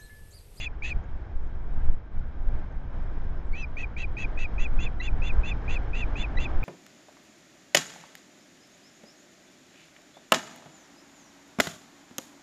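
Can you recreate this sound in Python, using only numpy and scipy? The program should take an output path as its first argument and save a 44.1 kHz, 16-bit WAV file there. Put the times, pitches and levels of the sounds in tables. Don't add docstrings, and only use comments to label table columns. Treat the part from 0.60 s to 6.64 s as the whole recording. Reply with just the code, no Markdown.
import sys
import numpy as np
from scipy import signal
from scipy.fft import rfft, irfft
from scipy.io import wavfile
from scipy.ndimage import uniform_filter1d

SR = 44100
rng = np.random.default_rng(int(sys.argv[2]) if len(sys.argv) > 2 else 0)


def boost(x):
    u = np.asarray(x, float) / 20
    return 10 ** u


def bounce(signal):
    frames = np.transpose(np.atleast_2d(signal))
    limited = np.clip(frames, -1, 1)
    pcm = np.round(limited * 32767).astype(np.int16)
    wavfile.write(sys.argv[1], SR, pcm)


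N = 266364


def at_hz(points, hz):
    point_hz, value = np.array(points).T
    return np.interp(np.log(hz), np.log(point_hz), value)


def in_time(rows):
    return np.interp(np.arange(N) / SR, *np.transpose(rows))


def rms_one(x):
    return x / np.sqrt(np.mean(x ** 2) + 1e-20)


def drift(rate_hz, size):
    r = np.exp(-2 * np.pi * rate_hz / SR)
    settle = 20000
    noise = rng.standard_normal(size + settle)
    return rms_one(signal.lfilter([1], [1, -2 * r, r * r], noise)[settle:])


def add(out, start_s, sound):
    i = round(start_s * SR)
    part = sound[max(-i, 0):N - i]
    out[max(i, 0):max(i, 0) + len(part)] += part


def fade_ends(size, attack_s, release_s):
    t = np.arange(size) / SR
    nearest_end = np.minimum(t / attack_s, t[::-1] / release_s)
    return np.sin(np.pi / 2 * np.clip(nearest_end, 0, 1)) ** 2


def ramp(x, start, end):
    return np.sin(np.pi / 2 * np.clip((x - start) / (end - start), 0, 1)) ** 2


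def phase_of(hz):
    return 2 * np.pi * np.cumsum(hz) / SR


# time_s, level_db
GUSTS = [(0.0, -31), (0.34, -32), (0.37, -21.5), (0.45, -31.5), (1.18, -25), (1.28, -15.5), (1.5, -43),
         (1.58, -22), (1.73, -32), (1.95, -17.5), (2.02, -29), (3.85, -26), (4.19, -22), (4.37, -26.5),
         (4.81, -18.5), (4.88, -25.5), (5.74, -28), (6.04, -20)]
# time_s, level_db
BREEZE = [(0.05, -51), (0.25, -50), (0.69, -51.5), (4.71, -47.5), (4.79, -44.5), (6.0, -43.5)]
# pitch_hz, level_db (per Hz)
AIR_COLOUR = [(2.4, -51), (4.0, -11.5), (16, 5.5), (25, -5.5), (64, -16), (75, -21.5), (100, -24),
              (173, -33), (496, -43), (826, -43.5), (1170, -48.5), (1560, -49), (2610, -66), (5260, -77),
              (8220, -79.5), (10700, -122), (18100, -120)]
# pitch_hz, width_hz, boost_db
HOUSING = [(1574, 59, 3.5), (2307, 420, 4.5), (3230, 600, 6), (3830, 170, 4), (5250, 230, 9),
           (5400, 200, -2), (7980, 870, -13.5)]
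RUMBLE_DB, RUMBLE_FOLLOWS, RUMBLE_LUMPS_DB = -28.5, 1.05, 3
BUFFET_DB, BUFFET_FOLLOWS, BUFFET_LUMPS_DB = -35.5, 0.39, 1.5
BUFFET_FRESHENS = 0.65
WASH_FOLLOWS = 0.19
EDDY_BUFFET_DB, EDDY_WASH_DB, EDDY_S = 4.5, 3, 0.015


def wind(rumble_share):
    t = np.arange(N) / SR
    gust_db = in_time(GUSTS)
    gust_db = gust_db - gust_db.mean()
    breeze_db = in_time(BREEZE)
    eddies = sum(abs(height) * np.exp(-((t - s) / EDDY_S) ** 2) for s, height, _ in EDDIES)

    hz = np.maximum(np.fft.rfftfreq(N, 1 / SR), 1)
    colour_db = at_hz(AIR_COLOUR, hz)
    for peak_hz, width_hz, boost_db in HOUSING:
        colour_db = colour_db + boost_db / (1 + (2 * (hz - peak_hz) / width_hz) ** 2)
    coloured = rfft(rng.standard_normal(N)) * boost(colour_db)

    groups = np.zeros((3, N))
    together = drift(3.7, N)
    for centre_hz in 3 * 2 ** np.arange(0, 12.5, .5):
        window = np.cos(np.pi * np.clip(np.log2(hz / centre_hz), -.5, .5)) ** 2
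        flicker = boost(1.23 * together + 0.62 * drift(20.5, N))
        group = int(centre_hz > 40) + int(centre_hz > 200)
        groups[group] += flicker * irfft(coloured * window, N)

    power = uniform_filter1d(groups[:2] ** 2, size=5000, axis=1)
    groups[:2] /= np.sqrt(power + 1.4 * groups[:2].var(axis=1, keepdims=True))
    groups[0] *= rumble_share

    rumble_db = RUMBLE_DB + RUMBLE_FOLLOWS * gust_db + RUMBLE_LUMPS_DB * drift(10, N)
    buffet_db = BUFFET_DB + BUFFET_FOLLOWS * gust_db + BUFFET_LUMPS_DB * drift(9, N)
    buffet_db += BUFFET_FRESHENS * (breeze_db - breeze_db.mean()) + EDDY_BUFFET_DB * eddies
    wash_db = breeze_db + 1.0 + WASH_FOLLOWS * gust_db + EDDY_WASH_DB * eddies
    return sum(boost(db) * rms_one(g) for g, db in zip(groups, [rumble_db, buffet_db, wash_db]))


# time_s, height (sign is the push direction), width_ms
EDDIES = [(0.367, 0.23, 12), (1.291, 0.59, 21), (1.334, -0.2, 37), (1.949, 0.22, 17), (4.014, 0.42, 23),
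          (4.132, -0.29, 16), (4.159, -0.45, 27), (4.185, 0.22, 13), (4.251, 0.25, 26), (4.732, -0.34, 34),
          (4.755, 0.066, 33), (4.786, 0.25, 8.3), (4.803, -0.27, 18), (6.025, -0.17, 10.4)]


def thumps():
    out, rumble_share, t = np.zeros(N), np.ones(N), np.arange(N) / SR
    for s, height, width_ms in EDDIES:
        out += 0.8 * height * np.exp(-np.log(2) * ((t - s) / (width_ms / 2000)) ** 2)
        rumble_share *= 1 - 0.97 * np.exp(-((t - s) / (width_ms / 500)) ** 2)
    return out - uniform_filter1d(out, size=5000), rumble_share


# start_s, level_db, pitch_hz
TICKS = [(0.439, -66, 6700), (0.824, -72.5, 6900), (0.871, -67.5, 6600), (1.961, -70.5, 8100),
         (2.123, -69.5, 6300), (2.868, -68, 7700)]


def twigs():
    out, t = np.zeros(N), np.arange(300) / SR
    for s, db, hz in TICKS:
        add(out, s, boost(db) * np.exp(-t / 0.0055) * np.sin(2 * np.pi * hz * t))
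    return out


def glide(row, overtones_db, attack_s, release_s):
    _, length_s, start_hz, end_hz, db = row
    size = round(length_s * SR)
    turn = phase_of(np.linspace(start_hz, end_hz, size))
    tone = sum(boost(level_db) * np.sin((k + 1) * turn) for k, level_db in enumerate(overtones_db))
    return np.sqrt(2) * boost(db) * fade_ends(size, attack_s, release_s) * tone


# start_s, length_s, start_hz, end_hz, level_db
PIPS = [(4.397, .017, 1910, 2040, -42), (5.768, 0.019, 1904, 2016, -41.5)]
PIP_OVERTONES_DB = [7, -2, -21, -42]
# start_s, length_s, start_hz, end_hz, level_db
STRAYS = [(2.925, 0.03, 4200, 4750, -65.5), (2.95, 0.019, 3450, 3830, -67), (2.982, 0.026, 3950, 4100, -58),
          (3.01, .016, 4000, 3820, -62), (2.966, 0.044, 2950, 3200, -56.5), (2.994, 0.041, 5900, 5950, -56),
          (3.015, 0.032, 5350, 4800, -55.5), (3.17, 0.014, 5900, 6440, -62),
          (3.177, 0.027, 3610, 3950, -70)]


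def voice_breaks(out):
    for pip in PIPS:
        add(out, pip[0], glide(pip, PIP_OVERTONES_DB, 0.0073, 0.002))
    for stray in STRAYS:
        add(out, stray[0], glide(stray, [0], .006, .006))


CLIMB_SHARE, CLIMB_PER_KHZ, CLIMB_POWER = .3, .55, 2.2
SINK_FROM, SINK_SPAN, SINK_POWER = 0.67, 0.36, 1.45
HOARSE_FROM, HOARSE_FULL, CLEAR_FROM, CLEAR_FULL = 0.024, 0.25, 0.67, .95
MIDDLE_DIP_DB, OPENING_SHARE, OPENING_SPAN = -6, 0.46, 0.2


def arch(share, leap_hz):
    climb = CLIMB_SHARE + CLIMB_PER_KHZ * leap_hz / 1000
    up = 1 - np.maximum(1 - share / climb, 0) ** CLIMB_POWER
    down = (np.maximum(share - SINK_FROM, 0) / SINK_SPAN) ** SINK_POWER
    clear = ramp(share, CLEAR_FROM, CLEAR_FULL)
    opening = OPENING_SHARE * np.maximum(1 - share / OPENING_SPAN, 0)
    full = opening + clear - 0.34 * ramp(share, CLEAR_FULL, 1)
    hoarse = ramp(share, HOARSE_FROM, HOARSE_FULL) * (1 - clear)
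    return up, down, MIDDLE_DIP_DB * (1 - full), hoarse


PEAK_SHARE, FADE_FROM, FADE_SPAN = .4, .54, .17
SCOOP_SHARE, DROOP_SHARE = .05, .025
SWELL_DB, OVERTONE_ENTRY_DB, FADE_DB = -28, -5, -27


def rise(later):
    early = np.maximum(1 - later / PEAK_SHARE, 0)
    late = np.maximum(later - FADE_FROM, 0) / FADE_SPAN
    pitch = 1 - SCOOP_SHARE * early ** 1.1 - DROOP_SHARE * late ** 2
    fundamental_db = SWELL_DB * early ** 1.3 + FADE_DB * late ** 2
    overtones_db = OVERTONE_ENTRY_DB * np.exp(-later / .06) + FADE_DB * late ** 1.5
    return pitch, fundamental_db, overtones_db


# pitch_hz, level_db (per Hz)
RASP_COLOUR = [(940, -46.5), (1600, -39), (1910, -10.5), (2130, -20), (2670, -9.5), (2820, -18.5),
               (3840, -21.5), (5300, -31.5), (5530, -71.5), (5800, -27.5), (6120, -26.5), (6830, -29.5),
               (8220, -39), (10700, -61), (18100, -120)]
STEADY_SHARE = .7


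def rasp_ladder(low, high, low_hz, beat_hz, flicker, chance):
    steps = np.arange(-3, 19)[:, None]
    ladder_db = at_hz(RASP_COLOUR, low_hz + steps * beat_hz / 2) + 5 - 7.0 * (steps % 2)
    unsteady = np.array([np.roll(flicker, 977 * j)[chance] for j in range(len(steps))])
    steady = STEADY_SHARE * (steps % 2 == 0)
    unsteady = steady + np.sqrt(1 - steady ** 2) * unsteady
    lines = boost(ladder_db) * unsteady * np.sin(low + steps * (high - low) / 2)
    return np.sum((steps != 0) * lines, axis=0)


# start_s, length_s, start_hz, top_hz, level_db
NOTES = [(-0.03, 0.11, 2426, 2773, -32.5), (0.221, 0.11, 2264, 2632, -32.5), (2.932, 0.12, 2150, 2650, -37),
         (3.168, 0.082, 2274, 2605, -33.5), (3.365, 0.087, 2263, 2670, -34.5),
         (3.568, 0.088, 2384, 2615, -33), (3.774, 0.088, 2427, 2632, -34.5), (3.98, 0.089, 2393, 2696, -35),
         (4.188, 0.091, 2450, 2780, -36), (4.414, 0.078, 2645, 2774, -35), (4.619, 0.095, 2460, 2764, -35),
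         (4.834, 0.095, 2427, 2755, -34.5), (5.078, 0.1, 2336, 2730, -34.5), (5.332, 0.11, 2415, 2754, -34),
         (5.555, 0.1, 2380, 2826, -34.5), (5.786, 0.082, 2530, 2760, -34), (6.029, 0.054, 2300, 2694, -32)]
HIGHER_HZ = [3450, 3445, 3420, 3280, 3330, 3340, 3330, 3420, 3490, 3482, 3490, 3520, 3467, 3500, 3500, 3500]
# fundamental_db, octave_db, rasp_db
HIGHER_DB = [(-42, -56, -44), (-56, -62, -42.5), (-64, -75, -54.5), (-61, -64, -50), (-65, -62.5, -46.5),
             (-57, -59, -47.5), (-65.5, -61, -46.5), (-49.5, -57.5, -50), (-41.5, -56, -50.5),
             (-44, -57.5, -48.5), (-42.5, -63, -49.5), (-43, -62, -51.5), (-50, -60.5, -45),
             (-51, -66.5, -46.5), (-38.5, -59, -47), (-44.5, -61, -44.5)]
CLOSING_HZ = 2277
THROAT_LOW_HZ = 2300
ENTRY_SHARE = .15
SUM_TONE_DB, SUM_FOLLOWS = -58.5, 0.19
THROB_DEPTH, THROB_FULL_DB = .55, -45


def bird():
    out = np.zeros(N)
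    hz = np.maximum(np.fft.rfftfreq(N, 1 / SR), 1)
    breath = rms_one(irfft(rfft(rng.standard_normal(N)) * boost(at_hz(RASP_COLOUR, hz)), N))
    flicker, throb = drift(35, N), drift(200, N)
    shake, wobble, flutter = drift(390, N), drift(330, N), drift(90, N)
    for k, (s, length_s, start_hz, top_hz, db) in enumerate(NOTES):
        size = round((length_s + 0.002) * SR)
        share = np.arange(size) / (length_s * SR)
        i = max(round(s * SR), 0) // 2
        chance = slice(i, i + size)

        up, down, dip_db, hoarse = arch(share, top_hz - start_hz)
        low_hz = start_hz + (top_hz - start_hz) * up + (CLOSING_HZ - top_hz) * down
        level = boost(db + dip_db) * fade_ends(size, 0.0024, 0.0068)
        level = level * boost(2.4 * np.exp(-share * length_s / 0.0034))
        level = level * boost(-.045 * np.maximum(THROAT_LOW_HZ - low_hz, 0))
        low = phase_of(low_hz + 28 * hoarse ** 2 * wobble[chance])
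        overtones = boost(-32) * np.sin(2 * low) + boost(-47) * np.sin(3 * low)
        note = level * (1 - hoarse) * boost(4 * flutter[chance]) * overtones

        if k < len(HIGHER_HZ):
            first_db, octave_db, rasp_db = HIGHER_DB[k]
            pitch, swell_db, over_db = rise(share - ENTRY_SHARE)
            high_hz = HIGHER_HZ[k] * pitch
            high = phase_of(high_hz + 14 * shake[chance])
            sounding = boost(2 * flutter[chance]) * fade_ends(size, .004, .004)
            note += sounding * boost(first_db + swell_db) * np.sin(high)
            note += sounding * boost(octave_db + over_db) * np.sin(2 * high)

            sum_db = SUM_TONE_DB + SUM_FOLLOWS * (octave_db - SUM_TONE_DB)
            mixing = np.sin(low + high) + boost(-0.5) * np.sin(2 * low - high)
            mixing += boost(-16.5) * np.sin(2 * high - low)
            note += sounding * boost(sum_db + over_db) * mixing

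            ladder = rasp_ladder(low, high, low_hz, high_hz - low_hz, flicker, chance)
            note += boost(rasp_db) * hoarse * (ladder + 0.53 * breath[chance])

            kept = 1 / (1 + (boost(first_db + swell_db) / boost(-47)) ** 2)
            note += 0.71 * level * (1 - kept) * shake[chance] * np.sin(.93 * low)
            depth = THROB_DEPTH * min(boost(rasp_db - THROB_FULL_DB), 1.25)
            level = level * kept * (1 + depth * hoarse ** 2 * throb[chance])
        note += level * np.sin(low)
        add(out, s, np.sqrt(2) * note)
    voice_breaks(out)
    return out


def scene():
    call = signal.filtfilt(*signal.iirnotch(5520, 8.0, fs=SR), bird())
    echo = np.zeros(N)
    add(echo, .009, boost(-22.5) * call)
    pushes, rumble_share = thumps()
    return (call + echo + wind(rumble_share) + pushes + twigs())[None]


def band_limit(x):
    return signal.sosfilt(signal.butter(12, 8370, fs=SR, output="sos"), x)


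def record(dry):
    cut = signal.sosfiltfilt(signal.butter(4, 8600, fs=SR, output="sos"), dry)
    return band_limit(cut)


dry = scene()
out = record(dry)
bounce(out)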